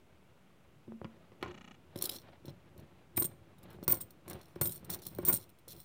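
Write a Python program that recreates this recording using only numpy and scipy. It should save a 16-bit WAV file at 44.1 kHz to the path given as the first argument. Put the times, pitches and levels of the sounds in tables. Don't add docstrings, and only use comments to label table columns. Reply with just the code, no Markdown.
import sys
import numpy as np
from scipy import signal
from scipy.fft import rfft, irfft
from scipy.io import wavfile

SR = 44100
rng = np.random.default_rng(int(sys.argv[2]) if len(sys.argv) > 2 else 0)


def invert_db(x):
    u = np.asarray(x, float) / 20
    return 10 ** u


def digitize_waveform(pressure):
    field = np.atleast_2d(pressure).T
    bounded = np.clip(field, -1, 1)
    quanta = np.round(bounded * 32767).astype(np.int16)
    wavfile.write(sys.argv[1], SR, quanta)


N = 257544


def rms_one(x):
    return x / np.sqrt(np.mean(x ** 2) + 1e-20)


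def butter(x, order, hz, kind):
    return signal.sosfilt(signal.butter(order, hz, kind, fs=SR, output="sos"), x)


def drift(corner_hz):
    draws = rng.standard_normal(int(N / SR * 400) + 2)
    memory = np.exp(-2 * np.pi * corner_hz / 400)
    slow = rms_one(signal.lfilter([1], [1, -memory], draws))
    return np.interp(np.arange(N) / SR * 400, np.arange(len(slow)), slow)


def coloured(spectrum):
    hz, db = np.transpose(spectrum)
    grid = np.fft.rfftfreq(N, 1 / SR) + 1
    weight = invert_db(np.interp(np.log(grid), np.log(hz), db))
    return rms_one(irfft(rfft(rng.standard_normal(N)) * weight, N))


def strike(times, db, modes, spread_db, grains, tune):
    at, out = (np.asarray(times) * SR).astype(int), np.zeros(N)
    luck = rng.standard_normal((len(at), len(modes)))
    phase = np.exp(2j * np.pi * rng.random((len(at), len(modes))))
    clock = np.cumsum(tune * np.ones(N)) / SR
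    for k, (hz, level_db, t60) in enumerate(modes):
        blows = np.roll(grains, 3 * k) + np.full(N, 1e-18 + 0j)
        np.add.at(blows, at, invert_db(db + spread_db * luck[:, k]) * phase[:, k])
        envelope = signal.lfilter([invert_db(level_db)], [1, -invert_db(-60 / (t60 * SR))], blows)
        out += np.real(envelope * np.exp(2j * np.pi * hz * clock))
    return out


def grit(per_s, spread_db, clump_db):
    born = rng.random(N) < per_s * invert_db(clump_db * drift(40)) / SR
    sizes = invert_db(spread_db * np.minimum(rng.exponential(1, N), 4))
    impacts = born * sizes * np.exp(2j * np.pi * rng.random(N))
    return impacts / np.sqrt(np.mean(np.abs(impacts) ** 2))


def bursts(times, db, t60):
    jumps = np.full(N, 1e-18)
    np.add.at(jumps, (np.asarray(times) * SR).astype(int), invert_db(db))
    rise = np.exp(-1 / (0.0007 * SR))
    poles = np.convolve([1, -rise], [1, -invert_db(-60 / (t60 * SR))])
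    return signal.lfilter([1 - rise], poles, jumps)


def swells(rows, rise, fall):
    t, out = np.arange(N) / SR, 0
    for start, length, *db in rows:
        shape = np.minimum(0, np.minimum(rise * (t - start), fall * (start + length - t)))
        out = out + invert_db(np.array(db))[:, None] * invert_db(np.maximum(shape, -200))
    return out


# frequency in Hz, relative level in dB per Hz.
HISS_SPECTRUM = [(15, -41), (25, 3), (33, -22.5), (65, 0), (259, -5), (538, -9.5), (584, -11), (787, -13),
                 (1470, -15.5), (1730, -20), (2040, -17.5), (2820, -19), (4360, -28), (15200, -34.5),
                 (16500, -33)]


def hiss():
    return invert_db(-66.5) * coloured(HISS_SPECTRUM)


def room(x):
    t = np.arange(int(.4 * SR)) / SR
    t60_s, build_up_s = .3, 0.014
    tail = rng.standard_normal(len(t)) * invert_db(-60 * t / t60_s) * np.clip(t / build_up_s, 0, 1)
    tail = signal.lfilter([1], [1, -.7], tail)
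    return signal.fftconvolve(x, tail / np.sqrt(np.sum(tail ** 2)))[:N]


# start in seconds, length in seconds, level in dB.
HUMS = [(0.885, 0.062, -49), (1.05, 0.015, -51)]


def hum():
    level, = swells(HUMS, rise=1500., fall=207)
    hz = 224.5 * invert_db(0.034 * drift(12.))
    tone = np.sqrt(2) * np.sin(2 * np.pi * np.cumsum(hz) / SR)
    return level * invert_db(1.8 * drift(25.)) * tone


FOCUS_STEPS = [0, 2, 4, 5, 7, 9]
# frequency in Hz, relative level in dB, t60 in seconds.
SHELL_MODES = [(253, -7.5, 0.0083), (1660, 1.5, 0.0012), (2630, -9.5, 0.0096), (3930, -45, 0.0014),
               (5850, -13, 0.0012)]


def focus_motor():
    start_s, burst_period_s, step_s, burst_count = 1.4104, 1 / 30, 1 / 1047, 11
    click_db, end_bursts_db = -42.5, -7.5
    clicks, out = np.full(N, 1e-18), np.zeros(N)
    for k in range(burst_count):
        db = click_db + end_bursts_db * (k in (0, burst_count - 1))
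        at = (start_s + k * burst_period_s + step_s * np.array(FOCUS_STEPS)) * SR
        clicks[at.astype(int)] = invert_db(db) * np.array([1, -1, 1, 1, -1, 1])
    for hz, level_db, t60 in SHELL_MODES:
        r, w = invert_db(-60 / (t60 * SR)), 2 * np.pi * hz / SR
        out += signal.lfilter([0, invert_db(level_db) * np.sin(w)], [1, -2 * r * np.cos(w), r * r], clicks)
    out = butter(out, 2, [4600., 5300.], "bandstop")
    return butter(out, 8, 7600., "low")


# start in seconds, length in seconds, rumble level in dB, rub level in dB, both before wavering.
FINGER_MOVES = [(0, 0.89, -71.5, -79), (1.0, 4.5, -68, -74.5), (1.44, 0.036, -50.5, -58),
                (1.97, .17, -73, -63), (2.49, 0.0033, -51, -74), (2.79, 0.0068, -54.5, -73),
                (3.19, 0.04, -46, -58), (3.3, 0.14, -74.5, -89.5), (3.64, 0.046, -59.5, -71),
                (3.76, 0.034, -55.5, -87.5), (3.89, 0.051, -49, -55.5), (4.0, 0.017, -70.5, -78),
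                (4.31, 0.033, -50.5, -63), (4.63, 0.018, -41, -55), (4.75, .1, -63.5, -75),
                (4.9, 0.058, -56.5, -60.5), (5.1, 0.19, -56, -72.5), (5.29, 0.034, -49.5, -53),
                (5.71, 0.059, -55, -67.5)]
# frequency in Hz, relative level in dB per Hz.
RUMBLE_SPECTRUM = [(25, -45.5), (85, 3), (125, 1), (180, 2.5), (260, -14.5), (350, -15), (430, -15),
                   (1200, -36.5), (2500, -58)]
# frequency in Hz, relative level in dB per Hz.
RUB_SPECTRUM = [(300, -3), (600, 3.5), (1100, -3), (2200, -9), (4000, -13.5), (8000, -46)]


def fingers():
    rumble, rub = swells(FINGER_MOVES, rise=414.5, fall=203.5)
    deep = rumble * invert_db(3.44 * drift(11.0)) * coloured(RUMBLE_SPECTRUM)
    skin = rub * invert_db(4.9 * drift(5.0)) * coloured(RUB_SPECTRUM)
    return deep + skin, rub


# start in seconds, length in seconds, level in dB.
DRAGS = [(1.44, .06, -49.5), (2.0, 0.073, -54.5), (4.3, 0.068, -55.5), (4.92, 0.062, -56), (5.2, 0.13, -53)]


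def drone():
    centre_hz, width_hz = 368.3, 28.6
    edges = [centre_hz - width_hz / 2, centre_hz + width_hz / 2]
    band = rms_one(butter(rng.standard_normal(N), 2, edges, "band"))
    return band * swells(DRAGS, rise=414.5, fall=414.5)[0]


# time in seconds, deep part in dB, sharp part in dB, both before the modes.
THUDS = [(0.878, -43.5, -73), (0.921, -49, -92), (1.016, -41.5, -85), (1.045, -36, -48), (1.167, -51, -67),
         (1.319, -48.5, -63), (1.427, -32, -36.5), (1.46, -50, -51.5), (1.51, -49, -69),
         (1.958, -35.5, -55.5), (2.023, -47, -56), (2.04, -41, -78), (2.091, -43.5, -61), (2.156, -47, -78),
         (2.449, -49.5, -86), (2.481, -41, -72), (2.763, -47.5, -80), (2.793, -52, -81),
         (3.175, -30, -37.5), (3.22, -32, -48.5), (3.249, -41, -64), (3.746, -50.5, -81), (3.787, -49, -80),
         (3.828, -41.5, -64), (3.879, -28.5, -39.5), (3.903, -34, -46), (3.93, -38.5, -48.5),
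         (4.006, -64, -62), (4.279, -42, -59), (4.306, -49, -61), (4.56, -39.5, -56), (4.614, -32.5, -42.5),
         (4.654, -39, -51.5), (4.829, -50, -80), (4.896, -44.5, -52), (4.941, -60, -57.5),
         (5.064, -46.5, -62.5), (5.115, -55, -78), (5.187, -32, -53.5), (5.232, -40, -60),
         (5.282, -31.5, -46), (5.291, -33.5, -47), (5.296, -37.5, -53.5), (5.334, -36.5, -57),
         (5.677, -47, -79)]
# frequency in Hz before drift, relative level in dB, t60 in seconds.
WOOD_LOW = [(94.55, -1, 0.044), (128.2, 0.5, 0.013), (178, 0.5, 0.022), (242.6, -11, 0.038),
            (343.2, -1.5, 0.058), (421, -6, 0.022), (555.6, -11.5, 0.086)]
# frequency in Hz, relative level in dB, t60 in seconds.
WOOD_HIGH = [(763, -5.5, 0.024), (1063, 2, 0.021), (1420, -12, 0.072), (1974, -4, 0.0088),
             (2265, -5.5, 0.017), (2915, -11.5, 0.011), (4630, -45, 0.0029)]


def thuds(rub):
    s, deep_db, sharp_db = np.transpose(THUDS)
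    stick_slip = invert_db(-17.5) * rub * grit(400., spread_db=1.0, clump_db=3.0)
    wander = invert_db(0.2007 * drift(3.71))
    low = strike(s, deep_db, WOOD_LOW, spread_db=3.0, grains=stick_slip, tune=wander)
    low = butter(low, 3, [90., 1500.], "band")
    spray = grit(3000., spread_db=4.0, clump_db=-2.5) * bursts(s, sharp_db - 16.5, 0.05)
    high = strike(s, sharp_db, WOOD_HIGH, spread_db=4.5, grains=spray, tune=1)
    dry_noise = rms_one(butter(rng.standard_normal(N), 2, 2500, "low"))
    crack = bursts(s, sharp_db + 9, .008) * dry_noise
    return low + butter(high + crack, 2, [400., 6000.], "band")


def table():
    friction, rub = fingers()
    return thuds(rub) + drone() + friction


# time in seconds, bright part in dB, dull part in dB, ring in dB, all before the modes.
TOUCHES = [(1.4271, -57, -43.5, -72), (1.959, -45.5, -45.5, -58.5), (1.975, -51, -55, -62),
           (1.988, -44.5, -43, -48), (2.0109, -49, -42.5, -62), (2.022, -29, -36.5, -42),
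           (2.0398, -35, -37, -39), (2.0541, -30.5, -32, -52), (2.094, -37, -34, -52),
           (2.1206, -46, -42, -55), (2.1624, -57, -42, -46), (2.1855, -61, -45.5, -58),
           (2.2173, -64, -55, -63), (2.4552, -66, -54, -56), (2.482, -80, -50.5, -82),
           (2.4945, -63, -52, -62), (2.7781, -61, -62, -68), (2.796, -63, -62, -75),
           (3.1637, -50.5, -53, -48.5), (3.1739, -32.5, -36.5, -31), (3.2235, -31, -41, -32),
           (3.243, -33, -45, -31), (3.2494, -33, -45.5, -30), (3.584, -61.5, -63, -67),
           (3.629, -59.5, -63, -71), (3.638, -58, -65, -70), (3.703, -61.5, -71, -78),
           (3.729, -63, -70, -66), (3.8288, -64, -57, -80), (3.8367, -57, -54.5, -47),
           (3.8794, -31, -30.5, -24.5), (3.905, -48, -66, -42), (3.923, -29, -40, -27.5),
           (3.945, -35.5, -44, -45), (4.0072, -46, -61, -42), (4.0123, -39, -62, -32),
           (4.1068, -55, -60.5, -53.5), (4.28, -48, -54, -58), (4.2986, -40.5, -50, -48),
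           (4.3096, -51, -52, -52), (4.3319, -45, -47, -47), (4.413, -59.5, -55.5, -68),
           (4.4308, -86, -62, -63), (4.4556, -72, -64, -69), (4.5572, -64, -58.5, -63),
           (4.6121, -25.5, -36, -29), (4.657, -32, -40.5, -52), (4.6722, -38, -51, -30),
           (4.6938, -38.5, -47, -39.5), (4.721, -39, -50, -52), (4.7512, -53, -56, -46),
           (4.759, -44, -53, -46), (4.8462, -56, -57, -51.5), (4.902, -38, -42, -34),
           (4.923, -51, -56, -48), (4.9377, -46, -41, -45), (4.989, -56, -54, -60), (5.0521, -54, -52, -60),
           (5.0667, -37, -43.5, -38), (5.077, -46, -53, -51), (5.1494, -70, -56, -49),
           (5.186, -69, -54, -42.5), (5.2508, -38, -45.5, -29), (5.262, -33, -48, -33),
           (5.2775, -30, -49, -34), (5.2862, -26, -47, -22.5), (5.33, -25, -40, -28.5),
           (5.3467, -31, -58, -37), (5.3664, -36, -46, -47), (5.493, -55, -58.5, -59),
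           (5.587, -60.5, -64.5, -63), (5.6805, -51.5, -58, -53), (5.723, -59, -56, -51),
           (5.802, -56, -57, -47)]
# frequency in Hz before drift, relative level in dB, t60 in seconds.
DULL_MODES = [(3460, -5, 0.011), (4126, -2, 0.016), (5464, -4, 0.016), (5810, 2, 0.0019)]
# frequency in Hz before drift, relative level in dB, t60 in seconds.
BRIGHT_MODES = [(7380, -10, 0.0047), (9380, -13, 0.014), (9590, -6.5, 0.0034), (10550, -7.5, 0.0064),
                (11540, -17.5, 0.0072), (12000, -9.5, 0.012), (13600, -2, 0.004), (15500, -30.5, 0.0064)]


def coin_ticks(spray, chatter, scrape):
    s, bright_db, dull_db, _ = np.transpose(TOUCHES)
    bright_grains = spray * bursts(s, bright_db - 10.5, 0.028) + invert_db(-22.5) * scrape * chatter
    dull_grains = spray * bursts(s, dull_db - 23, 0.039) + invert_db(-29.5) * scrape * chatter
    bright_tune = invert_db(0.36 * drift(20.))
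    dull_tune = invert_db(.3 * drift(6.))
    bright = strike(s, bright_db, BRIGHT_MODES, spread_db=-1.5, grains=bright_grains, tune=bright_tune)
    dull = strike(s, dull_db, DULL_MODES, spread_db=2.5, grains=dull_grains, tune=dull_tune)
    return bright + dull


# from time in seconds, low ring in Hz, high ring in Hz.
IN_HAND = [(0, 8650, 14950), (3.1, 8730, 14600), (3.5, 8640, 14760), (4.199, 8800, 15000),
           (4.582, 8730, 14650), (4.88, 8710, 14930), (5.2, 8700, 14800), (5.601, 8660, 14950)]
GRIP_DB = [-14, -8, -14.5, -9.5, -12, -14.5, -11.5, -15.5]
# frequency in Hz before tuning, relative level in dB, t60 in seconds.
LOW_RING = [(8520, -2, 0.0082), (8700, 7, .025), (8880, -3, 0.012), (9150, -24, 0.05)]
# frequency in Hz before tuning, relative level in dB, t60 in seconds.
HIGH_RING = [(14540, -5, .014), (14700, 0, .02), (14850, -4, .014), (15080, -10, .01), (14730, -36, .06)]
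# start in seconds, length in seconds, free ring against damped ring in dB.
ROCKING = [(3.173, 0.075, -3.5), (3.878, 0.046, 3.5), (4.01, 0.013, -20), (4.612, 0.078, -4.5),
           (4.897, 0.067, -20), (5.248, .025, -8), (5.276, .03, -0.5), (5.325, 0.037, -18)]
# frequency in Hz before tuning, relative level in dB, t60 in seconds.
FREE_LOW = [(8690, 0, .07), (8790, -3, .06)]
# frequency in Hz before tuning, relative level in dB, t60 in seconds.
FREE_HIGH = [(14660, 0, .09), (14780, -6, .06)]


def coin_rings(spray, chatter, jingle):
    s, _, _, ring_db = np.transpose(TOUCHES)
    start, low_hz, high_hz = np.transpose(IN_HAND)
    held = np.maximum(np.searchsorted(start, np.arange(N) / SR) - 1, 0)
    grains = spray * bursts(s, ring_db - 25, 0.07) + invert_db(-17.0) * jingle * chatter
    free_gain, = swells(ROCKING, rise=5004, fall=1199)

    def ring(damped_modes, free_modes, tune):
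        damped = strike(s, ring_db, damped_modes, spread_db=3, grains=grains, tune=tune)
        free = strike(s, ring_db, free_modes, spread_db=3, grains=grains, tune=tune)
        return damped + free_gain * free

    low = ring(LOW_RING, FREE_LOW, low_hz[held] / 8740)
    high = ring(HIGH_RING, FREE_HIGH, high_hz[held] / 14700)
    return low * invert_db(np.array(GRIP_DB))[held] + high


# start in seconds, length in seconds,
# scrape in dB, jingle in dB, both before the gains that feed the modes.
SLIDES = [(1.963, 0.051, -70, -74), (2.032, 0.04, -42, -54), (2.097, 0.065, -42, -64),
          (2.18, .02, -60, -72), (2.457, 0.016, -61, -76), (3.168, 0.036, -61, -39.5),
          (3.7, 0.057, -66, -82), (3.883, 0.05, -44, -37), (3.93, 0.045, -57, -55),
          (4.005, 0.0064, -45, -58), (4.284, 0.029, -59, -71), (4.34, 0.19, -67.5, -86),
          (4.617, 0.053, -45, -42), (4.695, .04, -50.5, -51), (4.755, 0.043, -57, -71),
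          (4.898, 0.049, -40.5, -46), (5.02, 0.067, -49, -66), (5.1, 0.13, -61.5, -68),
          (5.254, 0.023, -44.5, -44), (5.278, 0.031, -44, -35.5), (5.322, 0.038, -41, -36),
          (5.385, 0.051, -54, -81), (5.685, 0.042, -45, -62), (5.745, .1, -58, -66)]


def coins():
    scrape, jingle = swells(SLIDES, rise=5004, fall=837)
    spray = grit(5000., spread_db=7.5, clump_db=0.5)
    chatter = grit(4500., spread_db=4.0, clump_db=1.5)
    snags = invert_db(-3.5) * grit(52, spread_db=2.0, clump_db=4.0)
    chatter = chatter + snags
    sound = coin_ticks(spray, chatter, scrape) + coin_rings(spray, chatter, jingle)
    return butter(sound, 2, 900., "high")


def scene():
    near = coins() + table()
    mix = near + invert_db(-23) * room(near) + hum() + focus_motor() + hiss()
    return mix[None]


def band_limit(x):
    return signal.sosfilt(signal.butter(12, 16810, fs=SR, output="sos"), x)


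def record(dry):
    thin = butter(dry, 2, 45, "high")
    rounded = .22 * np.tanh(thin / .22)
    cut = signal.sosfilt(signal.cheby2(14, 30, 16200, fs=SR, output="sos"), rounded)
    mix = cut - .0005
    return band_limit(mix)


dry = scene()
out = record(dry)
digitize_waveform(out)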